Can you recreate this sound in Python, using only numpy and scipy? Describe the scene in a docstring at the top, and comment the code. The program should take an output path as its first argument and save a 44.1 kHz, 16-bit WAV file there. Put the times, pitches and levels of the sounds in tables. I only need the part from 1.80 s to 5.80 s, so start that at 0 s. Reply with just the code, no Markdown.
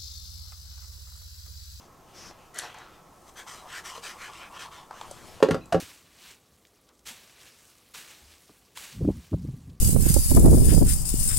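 """In a small, quiet room, fingers slide on a hand-held sheet of card and flick its edge as they turn it.
From about 1.4 s the nozzle of a plastic glue bottle rubs over the card in short strokes, close above a
craft table: stick-slip friction hisses and drives the resonances of the sheet. At 3.6 s the bottle
knocks down on the table and excites its modes, rocks, squeaks faintly and tips over with a second clunk."""
import sys
import numpy as np
from scipy import signal
from scipy.fft import rfft, irfft, next_fast_len
from scipy.io import wavfile
from scipy.ndimage import map_coordinates

SR = 44100
rng = np.random.default_rng(int(sys.argv[2]) if len(sys.argv) > 2 else 0)


def to_wav(sig):
    """Store sig (one row per channel, or 1-D mono) as 16-bit WAV at the path in sys.argv[1].

    Samples outside -1..1 are clipped; the rate is SR.
    """
    pcm = np.clip(np.atleast_2d(sig), -1, 1) * 32767
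    pcm = np.round(pcm).astype(np.int16)
    wavfile.write(sys.argv[1], SR, pcm.T)  # frames by channels


N = 4 * SR
TOP_HZ = 16000  # upper band limit


def amp(db):
    """Amplitude ratio of a level: 20 dB to a factor of ten."""
    return 10 ** (np.asarray(db) / 20)


def unit(x):
    """Normalisation to rms 1."""
    return x / np.sqrt(np.mean(x ** 2) + 1e-20)


def along(points, hz):
    """Interpolation of (f/Hz, value) points on a logarithmic frequency axis."""
    f, values = np.transpose(points)
    return np.interp(np.log(hz + 1), np.log(f + 1), values)


def filtered(x, response):
    """Linear filtering: the spectrum of x times a frequency response."""
    n = x.shape[-1]
    padded = next_fast_len(n + SR // 4)
    return irfft(rfft(x, padded) * response(np.fft.rfftfreq(padded, 1 / SR)), padded)[..., :n]


def resonances(modes, f):
    """Modal sum of damped oscillators (f/Hz, bandwidth/Hz, level/dB), alternating in sign."""
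    return sum((-1) ** k * amp(db) * 1j * f * width / (hz * hz - f * f + 1j * f * width)
               for k, (hz, width, db) in enumerate(modes))


def band(x, hz, width_hz):
    """Two equal resonators in cascade select a band of x; rms 1."""
    b, a = signal.iirpeak(min(hz, TOP_HZ), hz / width_hz, SR)
    return unit(signal.lfilter(b, a, signal.lfilter(b, a, x)))


def split(x, crossover_hz=4460):
    """Complementary filters: the low and high parts sum to x."""
    low = filtered(x, lambda f: 1 / (1 + (f / crossover_hz) ** 4))
    return low, x - low


def add(track, onset, x):
    """Superposition of x on the track from onset/s."""
    i = round(onset * SR)
    track[i:i + len(x)] += x[:max(0, N - i)]


def friction(response, slips_per_s, spread_db, hiss):
    """Stick-slip friction: random impulses of uneven size over smooth hiss, filtered; rms 1."""
    slips = (rng.random(N) < slips_per_s / SR) * rng.standard_normal(N)
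    slips *= amp(spread_db * rng.standard_normal(N))
    return unit(filtered(unit(slips) + hiss * rng.standard_normal(N), response))


def speed(start, fastest, end):
    """Relative sliding speed: quarter sines from 0 to 1 and back."""
    ramp = np.interp(np.arange(N) / SR, [start, fastest, end], [0, 1, 0])
    return np.sin(np.pi / 2 * ramp)


def wandering(x, patch_hz=330.3, patch_s=0.05):
    """Coupling to the modes varies as the contact moves: bands swell and fade at random; rms 1."""
    hz, t, spectrum = signal.stft(x, SR, nperseg=512)
    grid = np.meshgrid(hz / patch_hz, t / patch_s, indexing="ij")
    field = map_coordinates(rng.standard_normal((160, 240)), grid, mode="mirror")
    depth_db = 3.3 / np.hypot(1, hz / 7000)[:, None]
    return unit(signal.istft(spectrum * amp(depth_db * field), nperseg=512)[1][:N])


def burst(response, t60, rise_s):
    """A damped transient: coloured noise rises, then decays by 60 dB in t60/s."""
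    t = np.arange(SR // 5) / SR
    noise = unit(filtered(rng.standard_normal(len(t)), response))
    return noise * 1000 ** (-t / t60) * (1 - np.exp(-t / rise_s))


def placed(x, pan, wet_db, width):
    """Direct sound plus reverberation; a level difference between the channels gives direction."""
    # reverberation time of the room: f/Hz, T60/s
    decay = [(100, 0.36), (500, 0.12), (3000, 0.2), (12000, 0.13)]
    hz, t, spectrum = signal.stft(rng.standard_normal((2, SR // 3)), SR, nperseg=256)
    mid, side = signal.istft(spectrum * amp(-60 * t / along(decay, hz)[:, None]), SR, nperseg=256)[1]
    tail = np.array([mid + width * side, mid - width * side]) / np.linalg.norm(mid)
    delayed = np.pad(x, (SR // 200, 0))
    wet = signal.fftconvolve(delayed[None], tail, axes=1)[:, :N]
    return filtered(x + amp(wet_db) * wet, lambda f: amp(along(pan, f) * np.array([[0.5], [-0.5]])))


def room_tone():
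    """Stationary air noise, highly correlated between the channels."""
    # background spectrum: f/Hz, relative level/dB
    air = [(22, 0), (50, 0), (130, -1), (170, -0.5), (205, -2), (260, -5.5), (360, 0), (425, -5.5),
           (495, -2), (560, -5.5), (780, -2), (1000, -5), (1080, 0.5), (1220, -11), (1290, -0.5),
           (1430, -14.5), (1650, -13.5), (2100, -18), (4000, -21.5), (6300, -19.5), (10000, -26),
           (13000, -24.5), (16000, -29)]
    mid, side = unit(filtered(rng.standard_normal((2, N)), lambda f: amp(along(air, f))))
    return amp(-54.5) * (mid + amp(-12) * np.array([side, -side]))


def squeaks():
    """Stick-slip drives two narrow resonances as the plastic bottle tips."""
    # slides of the plastic: start t/s, fastest t/s, end t/s, level/dB
    slides = [(3.807, 3.824, 3.832, -55), (3.836, 3.832, 3.856, -57)]
    # squeak resonances, applied twice: f/Hz, bandwidth/Hz, level/dB
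    modes = [(2560, 170, 0.5), (3990, 110, -0.5)]
    slip = friction(lambda f: resonances(modes, f) ** 2, slips_per_s=540, spread_db=3, hiss=0.3)
    return slip * sum(amp(db) * speed(*times) for *times, db in slides)


def fingers():
    """Sliding friction of skin: a hiss on the card's face and a rasp on its edge grow with speed."""
    # glides on the face: start t/s, fastest t/s, end t/s, level/dB, sibilance level/dB, sibilance f/Hz
    glides = [(-.1, 0.013, 0.094, -59.5, -67, 5600), (0.253, .31, 0.48, -62, -67, 2940),
              (0.334, 0.406, 0.525, -53.5, -50.5, 5530), (0.445, 0.485, 0.517, -61, -53, 5300),
              (0.542, 0.604, 0.73, -63.5, -65, 2670), (3.14, 3.34, 3.597, -51.5, -67, 7750),
              (3.418, 3.52, 3.81, -55, -80, 12000)]
    # friction spectrum of the face: f/Hz, relative level/dB
    face = [(900, 6), (1700, 1), (2700, -0.5), (4000, -1), (6000, -4), (9000, -5), (11000, -10),
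            (13500, -11), (16000, -26)]
    # drags on the edge: start t/s, fastest t/s, end t/s, level/dB, relative treble level/dB
    drags = [(0.34, 0.443, 0.59, -55, -10), (0.732, 0.78, 0.88, -41, 1.5), (0.823, 0.859, 0.96, -44.5, -3),
             (0.937, 0.97, 1.12, -47.5, -10), (1.085, 1.135, 1.23, -55.5, -4)]
    # friction spectrum of the edge: f/Hz, relative level/dB
    edge = [(180, -48), (300, -13.5), (774, 0), (1970, 0), (2170, -9.5), (2700, -6.5), (3240, -6),
            (6960, -15), (14500, -26), (16000, -52)]
    rub = wandering(friction(lambda f: amp(along(face, f)), slips_per_s=4000, spread_db=2.5, hiss=1.2))
    rasp = wandering(friction(lambda f: amp(along(edge, f)), slips_per_s=2500, spread_db=2.5, hiss=0.9))
    low, high = split(rasp)
    out = np.zeros(N)
    for *times, db, sibilance_db, hz in glides:
        sibilance = band(rng.standard_normal(N), hz, 0.3 * hz)
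        out += speed(*times) * (amp(db) * rub + amp(sibilance_db) * sibilance)
    for *times, db, treble_db in drags:
        out += amp(db) * speed(*times) ** 1.1 * (low + amp(treble_db) * high)
    return out


def snaps():
    """Impulsive excitation of the card: a bright snap of the edge and a duller flap of the sheet."""
    # flicks and taps: t/s, snap level/dB, snap f/Hz, flap level/dB, flap f/Hz
    flicks = [(.51, -46, 3000, -39, 620), (0.744, -40.5, 8950, -63, 1510), (.7828, -35, 5550, -44, 1190),
              (.787, -20.5, 9000, -31, 1550), (.7955, -29.5, 4240, -51, 1300),
              (.834, -40.5, 4500, -35.5, 920), (0.9432, -46.5, 6000, -38, 1630),
              (0.986, -44.5, 6500, -61, 1500), (2.178, -41, 3000, -30.5, 417),
              (2.534, -45, 3500, -45, 1150), (3.1092, -46, 3500, -28, 930), (3.128, -54, 3553, -37, 1120),
              (3.212, -35, 3770, -28.5, 1002), (3.3116, -33, 8000, -30, 545),
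              (3.603, -44.5, 3500, -24.5, 633), (3.857, -46.5, 6930, -44, 600)]
    out = np.zeros(N)
    for onset, snap_db, snap_hz, flap_db, flap_hz in flicks:
        edge, sheet = [(snap_hz, 3000, 0)], [(flap_hz, 0.45 * flap_hz, 0)]
        snap = burst(lambda f: resonances(edge, f) / (1 + (f / 11100) ** 6), t60=0.018, rise_s=0.00028)
        flap = burst(lambda f: resonances(sheet, f) ** 2, t60=0.027, rise_s=0.0013)
        add(out, onset, amp(snap_db) * snap + amp(flap_db) * flap)
    return out


def bottle():
    """Each impact gives a hollow thud, a plastic clack and free, damped vibration of table and bottle."""
    # impacts: t/s, thud level/dB, thud f/Hz, thud length/s,
    # ring level/dB, clack level/dB, clack cutoff f/Hz, clack rise/s
    impacts = [(3.6262, -2.5, 432, 0.00493, -33, -13, 1570, 0.0011),
               (3.6864, -11, 420, 0.0057, -31, -30.5, 2300, 0.00046),
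               (3.708, -16.5, 240, 0.0088, -25.5, -16.5, 1760, 0.0011),
               (3.744, -18, 444, 0.00624, -31, -26.5, 2170, 0.0004),
               (3.923, -15, 673, 0.0119, -27.5, -15.5, 2500, 0.0038),
               (3.944, -9.5, 535, 0.0053, -19.5, -21, 700, 0.0016)]
    # modes of table and bottle: f/Hz, relative level/dB, T60/s
    modes = [(56.6, -5.5, 0.89), (120, -7.5, 0.19), (175, -5, 0.25), (215, -9, .1), (260, -7, .1),
             (318.6, 0, 0.12), (415, -12, 0.082), (508, -20, .09), (669, -6.5, 0.17), (774, 0, .12),
             (1146, -8, .09), (1347, -3, 0.069), (1646, -12, 0.099), (1833, -22, 0.056)]
    # clack spectrum: f/Hz, relative level/dB
    plastic = [(200, -2), (700, 2.5), (980, -0.5), (1350, 4), (1750, 1.5), (2100, -5.5), (2400, -3.5),
               (2900, -3), (3600, -7), (4900, -5), (6500, -7), (8000, -8), (9600, -9), (11000, -13.5),
               (13000, -14), (16000, -23)]
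    # early reflections from near surfaces: delay/s, amplitude ratio
    walls = [(.0072, 0.44), (.0093, 0.48), (0.0117, 0.28), (0.0186, 0.27), (.0315, .15), (.0395, 0.13)]
    out, t = np.zeros(N), np.arange(SR // 2) / SR
    for onset, thud_db, thud_hz, length, ring_db, clack_db, clack_hz, rise_s in impacts:
        pulse = np.sin(np.pi * np.minimum(t / length, 1))
        add(out, onset, amp(thud_db) * pulse * np.cos(2 * np.pi * thud_hz * (t - length / 2)))
        draws = rng.standard_normal((len(modes), 2))
        ring = sum(amp(db + 2 * scatter - 60 * t / t60) * np.sin(2 * np.pi * (hz * t + phase))
                   for (hz, db, t60), (scatter, phase) in zip(modes, draws))
        add(out, onset, amp(ring_db - 3) * ring * (1 - np.exp(-t / 0.0014)))
        clack = burst(lambda f: amp(along(plastic, f)) / np.hypot(1, f / clack_hz), 0.039, rise_s)
        add(out, onset, amp(clack_db) * clack)

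    def reflections(f):
        """Delayed copies from surfaces that return little above 1060 Hz."""
        return sum(gain * np.exp(-2j * np.pi * f * delay) for delay, gain in walls) / (1 + (f / 1060) ** 2)

    # keeps the knocks free of deep rumble below 69 Hz
    low_cut = signal.butter(2, 69, "high", fs=SR, output="sos")
    return signal.sosfilt(low_cut, out + filtered(out, reflections))


def nozzle():
    """Forced vibration: the tip slips over fibres; faster is louder, brighter and drives higher modes."""
    # strokes: start t/s, fastest t/s, end t/s, scrape level/dB, body level/dB,
    # treble level/dB relative to the scrape, ring level/dB, ring f/Hz (the mode excited most)
    strokes = [(1.442, 1.504, 1.5, -63.5, -59.5, 14.5, -77, 2970),
               (1.546, 1.584, 1.658, -47.5, -52.5, 5, -49, 1620),
               (1.657, 1.681, 1.91, -47, -49.5, 4.5, -60, 2080),
               (1.832, 1.981, 2.028, -41.5, -49.5, 1, -46, 1750),
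               (2.029, 2.058, 2.2, -43.5, -49, 3.5, -53, 2950),
               (2.124, 2.164, 2.234, -50.5, -49.5, 3.5, -56, 3060),
               (2.212, 2.246, 2.392, -41, -48.5, 2.5, -51, 2430),
               (2.345, 2.441, 2.537, -43, -51, -2, -51, 2370),
               (2.474, 2.566, 2.65, -49.5, -51.5, -2, -59, 2810),
               (2.577, 2.628, 2.715, -46.5, -51.5, -13, -52, 2460),
               (2.688, 2.789, 2.78, -45.5, -47, -5, -53, 2800),
               (2.773, 2.811, 2.906, -41, -49, -0.5, -49.5, 3180),
               (2.902, 2.925, 3.11, -49, -51.5, -2.5, -59, 3530),
               (3.073, 3.193, 3.3, -53.5, -49, 1, -58.5, 1470)]
    # scrape spectrum, lower part: f/Hz, relative level/dB
    scrape_low = [(100, -78), (400, -7), (900, -12.5)]
    # scrape spectrum, upper part: f/Hz, relative level/dB
    scrape_high = [(820, -31), (1400, 5.5), (1530, -2), (1720, -3), (2280, -2.5), (2740, -4), (3160, -2.5),
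                   (4610, -6), (7530, -8), (13500, -24.5), (16000, -31)]
    # upper modes of the card: f/Hz, bandwidth/Hz, level/dB
    upper_modes = [(1753, 160, 0.5), (2240, 210, 1), (3130, 380, -3.5), (5190, 380, -5), (6050, 200, -3.5),
                   (8000, 900, -9), (13200, 2000, -18.5)]
    # body modes under a slow tip: f/Hz, bandwidth/Hz, level/dB
    slow_modes = [(890, 330, -1.5), (1188, 180, -0.5), (650, 150, -12.5)]
    # body modes under a fast tip: f/Hz, bandwidth/Hz, level/dB
    fast_modes = [(1070, 145, 11), (1305, 270, -0.5), (1740, 440, -11)]
    spectrum = scrape_low + list(scrape_high[1:])
    rough = friction(lambda f: amp(along(spectrum, f)), slips_per_s=2000, spread_db=-0.5, hiss=0.84)
    ringing = friction(lambda f: resonances(upper_modes, f), slips_per_s=1200, spread_db=0, hiss=0.98)
    low, high = split(wandering(rough + amp(-3.5) * ringing))
    slow = wandering(friction(lambda f: resonances(slow_modes, f), 730, spread_db=1, hiss=0.6))
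    fast = wandering(friction(lambda f: resonances(fast_modes, f), 1000, spread_db=2.5, hiss=0.5))
    slips = friction(np.ones_like, slips_per_s=1000, spread_db=2.5, hiss=0.5)
    out = np.zeros(N)
    for *times, db, body_db, treble_db, ring_db, ring_hz in strokes:
        v = speed(*times)
        fast_share = 0.87 * v ** 2  # of the body's power
        body = amp(body_db) * (np.sqrt(1 - fast_share) * slow + np.sqrt(fast_share) * fast)
        scrape = amp(db) * low + amp(ring_db) * band(slips, ring_hz, width_hz=360)
        treble = amp(db + treble_db) * high
        out += body * v ** 0.68 + scrape * v ** 2.18 + treble * v ** 2.7
    # a fine fizz lasts between the strokes
    fizz = friction(lambda f: resonances([(8060, 6100, 0)], f) ** 2, 800, spread_db=2.5, hiss=1.0)
    return out + amp(-63) * speed(start=1.26, fastest=2.32, end=3.15) ** 0.45 * fizz


def scene():
    """Superposition of the card in the hands, the bottle on the table and the room's air."""
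    # direction of the card: f/Hz, left minus right level/dB
    card_pan = [(60, 16), (180, 17), (550, 1.0), (1650, 0), (4970, 2.5), (15000, 3)]
    # direction of the table: f/Hz, left minus right level/dB
    table_pan = [(60, -4), (150, 5.5), (380, -4), (950, 1), (2380, 1), (5980, 1.5), (15000, 3)]
    card = placed(nozzle() + fingers() + snaps(), card_pan, wet_db=-9.5, width=0.19)
    table = placed(bottle() + squeaks(), table_pan, wet_db=-7.5, width=0.2)
    return card + table + room_tone()


def record(dry):
    """The microphone acts as a steep low-pass filter at its band limit."""
    return filtered(dry, lambda hz: 1 / np.hypot(1, (hz / TOP_HZ) ** 80))


dry = scene()
out = record(dry)
to_wav(out)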